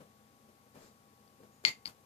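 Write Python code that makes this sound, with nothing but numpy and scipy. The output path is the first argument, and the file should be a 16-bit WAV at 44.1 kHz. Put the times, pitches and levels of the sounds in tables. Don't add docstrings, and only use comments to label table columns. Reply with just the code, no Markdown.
import sys
import numpy as np
from scipy import signal
from scipy.fft import rfft, irfft
from scipy.io import wavfile
from scipy.ndimage import uniform_filter1d

SR = 44100
rng = np.random.default_rng(int(sys.argv[2]) if len(sys.argv) > 2 else 0)


def digitize_waveform(pressure):
    field = np.atleast_2d(pressure).T
    bounded = np.clip(field, -1, 1)
    quanta = np.round(bounded * 32767).astype(np.int16)
    wavfile.write(sys.argv[1], SR, quanta)


N = 90493

# start in seconds, level in dB, then body ring, clink and broad wash in dB on top of that level.
SNAPS = [(1.6510, -1.5, -0.5, -1, -1), (1.8533, -19, -14, -6, 9.5)]


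def undb(db):
    return 10 ** (np.asarray(db) / 20)


def pan(db):
    return undb(np.array([[db], [-db]]) / 2)


def since(start):
    return np.maximum(np.arange(N) / SR - start, 0)


def decay(age, t60):
    return np.exp(-np.log(1000) * age / t60)


def swell(start, rise, hold, t60):
    age = since(start)
    attack = np.minimum(age / max(rise, 1 / SR), 1)
    return attack * decay(np.maximum(age - rise - hold, 0), t60)


def walk(rate):
    step = int(SR / rate)
    targets = rng.standard_normal(N // step + 1)
    return uniform_filter1d(np.repeat(targets, step), step)[:N]


def over_bins(points):
    hz, value = np.array(points).T
    return np.interp(np.log(np.fft.rfftfreq(N, 1 / SR) + 1), np.log(hz), value)


def noise(gain):
    # frequency in Hz, correlation from 0 to 1.
    likeness = [(40, 0.37), (130, 0.96), (300, 1), (700, 0.7), (2000, 0.29), (10000, .05)]
    alike = np.clip(over_bins(likeness), 0, 1)
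    spectra = rfft(rng.standard_normal((2, N))) * gain
    mid, side = spectra * np.sqrt([1 + alike, 1 - alike])
    out = irfft(np.array([mid + side, mid - side]), N)
    return out / out.std()


def tone(hz, db, drift_hz):
    waver_db = 1
    level = np.sqrt(2) * undb(db + waver_db * walk(10.25))
    cycles = np.cumsum(hz + drift_hz * walk(18)) / SR
    return level * np.sin(2 * np.pi * cycles)


def is_clink(hz):
    return 4000 < hz < 5000


def contacts():
    # start in seconds, level in dB, level of the body modes in dB, pitch ratio.
    touches = [(1.2773, -52, -10, 1.04), (1.6502, -2.5, 1.5, 1.0), (1.6562, -9.5, -9, 0.96),
               (1.6588, -17, -4, 1.12), (1.662, -16, -12, 1.0), (1.672, -25, -18, 0.88),
               (1.6756, -18, -13, 1.0), (1.6818, -14.5, -8, 1.0), (1.6866, -24, -11, .98),
               (1.6889, -23, -6, 1.0), (1.8520, -37.5, -6.5, 1.03), (1.8564, -16.5, -8, 1.017),
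               (1.866, -27.5, -9.5, 1.08), (1.8743, -28, -7.5, 1.03), (1.8772, -26.5, -15, 1.025)]
    # frequency in Hz, left level in dB, right level in dB,
    # build-up in seconds, 60 dB decay in seconds.
    modes = [(2156, -7, -14.5, 0.00027, 0.013), (2950, -2, -11.5, 0.00033, 0.0037),
             (3530, -1, -17, 0.00064, .0035), (4450, 7.5, -13.5, 0.0019, 0.0089),
             (4915, -13.5, -23, 0.00071, 0.015), (6050, -24, -10, .0004, 0.0042),
             (6990, -45, -24, .0003, .008), (1360, -18.5, -36.5, 0.00017, 0.01)]
    burst_db, burst_s = -35, 0.0029
    steel_low_hz = 1300
    out = np.zeros((2, N))
    age = np.arange(SR // 10) / SR
    for start, db, body_db, pitch in touches:
        burst = rng.standard_normal((2, len(age))) * np.exp(-(age / burst_s) ** 2)
        hit = undb(burst_db + body_db) * burst
        for k, (hz, left_db, right_db, build, t60) in enumerate(modes):
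            sign = (-1) ** k
            wave = sign * np.sin(2 * np.pi * hz * pitch * age)
            ring = wave * (1 - np.exp(-age / build)) * decay(age, t60)
            mode_db = 0 if is_clink(hz) else body_db
            hit = hit + undb([[left_db], [right_db]]) * undb(mode_db) * ring
        first = int(start * SR)
        out[:, first:first + len(age)] += undb(db) * hit
    return signal.sosfilt(signal.butter(2, steel_low_hz, "high", fs=SR, output="sos"), out)


def free_ring():
    # frequency in Hz, left level in dB, right level in dB,
    # 60 dB decay in seconds.
    partials = [(2090, -31, -31, .19), (2125, -36.5, -32, .18), (2310, -40.5, -43, .14),
                (3565, -42.5, -43, .12), (4320, -26, -39, .11), (4473, -27.5, -37.5, .11),
                (4580, -32.5, -39, .12), (7200, -52, -44, .14)]
    rise_s = 0.014
    out = 0
    for start, db, body_db, clink_db, _ in SNAPS:
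        for hz, left_db, right_db, t60 in partials:
            wave = np.sin(2 * np.pi * (hz * since(start) + rng.random((2, 1))))
            ring_db = db + (clink_db if is_clink(hz) else body_db)
            gain = undb([[left_db], [right_db]]) * undb(ring_db)
            out = out + gain * wave * swell(start, rise_s, 0, t60)
    return out


def lingering_wash():
    # centre in Hz, width in Hz, left level in dB, right level in dB,
    # 60 dB decay in seconds.
    resonances = [(2074, 160, -41.5, -38, 0.16), (2430, 450, -39.5, -44.5, 0.18),
                  (3400, 1300, -40, -44.5, .16), (4550, 300, -41, -44.5, 0.19), (5100, 1200, -47, -43, .16),
                  (6960, 520, -57.5, -41, .16)]
    # frequency in Hz, relative density in dB per Hz.
    wash_colour = [(40, -9), (90, 6.5), (250, 4), (600, 1), (1200, 2.5), (1750, -4.5), (3000, -6.5),
                   (6500, -8), (8800, -10), (10000, -8.5), (11200, -14), (13000, -8), (15000, -14)]
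    ring_rise_s, ring_hold_s = 0.012, 0.021
    wash_rise_s, wash_hold_s, wash_t60_s = 0.003, 0.036, 0.16
    wash_base_db, wash_pan_db = -43, 3.5
    bins = np.fft.rfftfreq(N, 1 / SR)
    out = 0
    for hz, width, left_db, right_db, t60 in resonances:
        bell = np.exp(-((bins - hz) / width) ** 2 / 2)
        band = noise(bell) * undb([[left_db], [right_db]])
        for start, db, body_db, clink_db, _ in SNAPS:
            ring_db = db + (clink_db if is_clink(hz) else body_db)
            out = out + band * undb(ring_db) * swell(start, ring_rise_s, ring_hold_s, t60)
    wash = noise(undb(over_bins(wash_colour))) * pan(wash_pan_db)
    for start, db, _, _, wash_db in SNAPS:
        level = undb(wash_base_db + db + wash_db)
        out = out + wash * level * swell(start, wash_rise_s, wash_hold_s, wash_t60_s)
    return out


def handling():
    # start in seconds, level in dB, rise in seconds, 60 dB decay in seconds.
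    bump_events = [(0.0, -53, 0.0075, 0.24), (0.484, -59.5, 0.008, 0.11), (0.737, -52.5, 0.019, 0.55),
                   (1.388, -62, .02, 0.33), (1.426, -60, 0.011, 0.18)]
    # start in seconds, level in dB, rise in seconds, 60 dB decay in seconds.
    knock_event = (1.6383, -47, .0015, .035)
    # frequency in Hz, relative density in dB per Hz.
    bump_colour = [(40, -42), (90, -9), (230, -0.5), (350, -6), (520, -2.5), (800, -14.5), (1500, -17.5),
                   (3000, -26), (12000, -32.5)]
    # middle in seconds, level in dB, half length in seconds.
    rustle_event = (0.843, -62, 0.062)
    # start in seconds, level in dB, rise in seconds,
    # 60 dB decay in seconds.
    hush_event = (1.631, -57, .018, .02)
    # frequency in Hz, relative density in dB per Hz.
    rustle_colour = [(500, 5), (1500, 5), (3000, -5.5), (4600, 2.5), (6000, -3), (7300, 3.5), (9000, -11),
                     (14000, -8)]
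    # start in seconds, rise in seconds, 60 dB decay in seconds.
    squeak_event = (1.505, .035, 0.343)
    # frequency in Hz, level in dB.
    squeak_partials = [(6428, -81), (6880, -76), (7542, -87)]
    hands_pan_db = 4.5

    bump_noise = noise(undb(over_bins(bump_colour)))
    bumps = bump_noise * sum(undb(db) * swell(start, rise, 0, t60)
                             for start, db, rise, t60 in bump_events + [knock_event])

    middle, db, half = rustle_event
    rustle_level = undb(db) * np.exp(-((since(0) - middle) / half) ** 2)
    start, db, rise, t60 = hush_event
    hush_level = undb(db) * swell(start, rise, 0, t60)
    soft_noise = (rustle_level + hush_level) * noise(undb(over_bins(rustle_colour)))

    start, rise, t60 = squeak_event
    squeak = sum(tone(hz, db, drift_hz=30) for hz, db in squeak_partials) * swell(start, rise, 0, t60)
    return (bumps + soft_noise) * pan(hands_pan_db) + squeak


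def background():
    # frequency in Hz, relative density in dB per Hz.
    air_colour = [(25, -31.5), (45, -22), (62, -12), (90, -12.5), (150, -7.5), (178, -16.5), (215, -1),
                  (300, -9.5), (360, -12.5), (480, -7), (600, -13), (800, -13.5), (1100, -16),
                  (1400, -18.5), (3000, -24), (7000, -24.5), (10000, -26), (14000, -25.5)]
    # frequency in Hz, left minus right level in dB.
    air_lean = [(80, -7), (200, 0.5), (600, 6), (1500, 8), (5000, 6.5), (12000, 3)]
    # frequency in Hz, level in dB before panning.
    hum_tones = [(91, -79.5), (120, -78), (152, -81), (210, -75.5), (796.7, -78.5), (1115.5, -74)]
    # frequency in Hz, level in dB before panning.
    whistle_tones = [(9948, -91), (13001, -91)]
    air_db, hum_pan_db, hum_drift_hz = -65.5, 6, 1.2
    hum = sum(tone(hz, db, hum_drift_hz) for hz, db in hum_tones + whistle_tones)
    lean = undb(np.array([[1], [-1]]) * over_bins(air_lean) / 2)
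    air = irfft(rfft(noise(undb(over_bins(air_colour)))) * lean, N)
    return air * undb(air_db) + hum * pan(hum_pan_db)


def scene():
    return contacts() + free_ring() + lingering_wash() + handling() + background()


def record(dry):
    port_lag_s, top_hz = 0.0003, 14400
    overload = 0.91
    ports = np.array([dry[0], np.roll(dry[1], int(port_lag_s * SR))])
    rounded = ports / (1 + (ports / overload) ** 4) ** 0.25
    return signal.sosfilt(signal.ellip(8, 0.2, 70, top_hz, fs=SR, output="sos"), rounded)


dry = scene()
out = record(dry)
digitize_waveform(out)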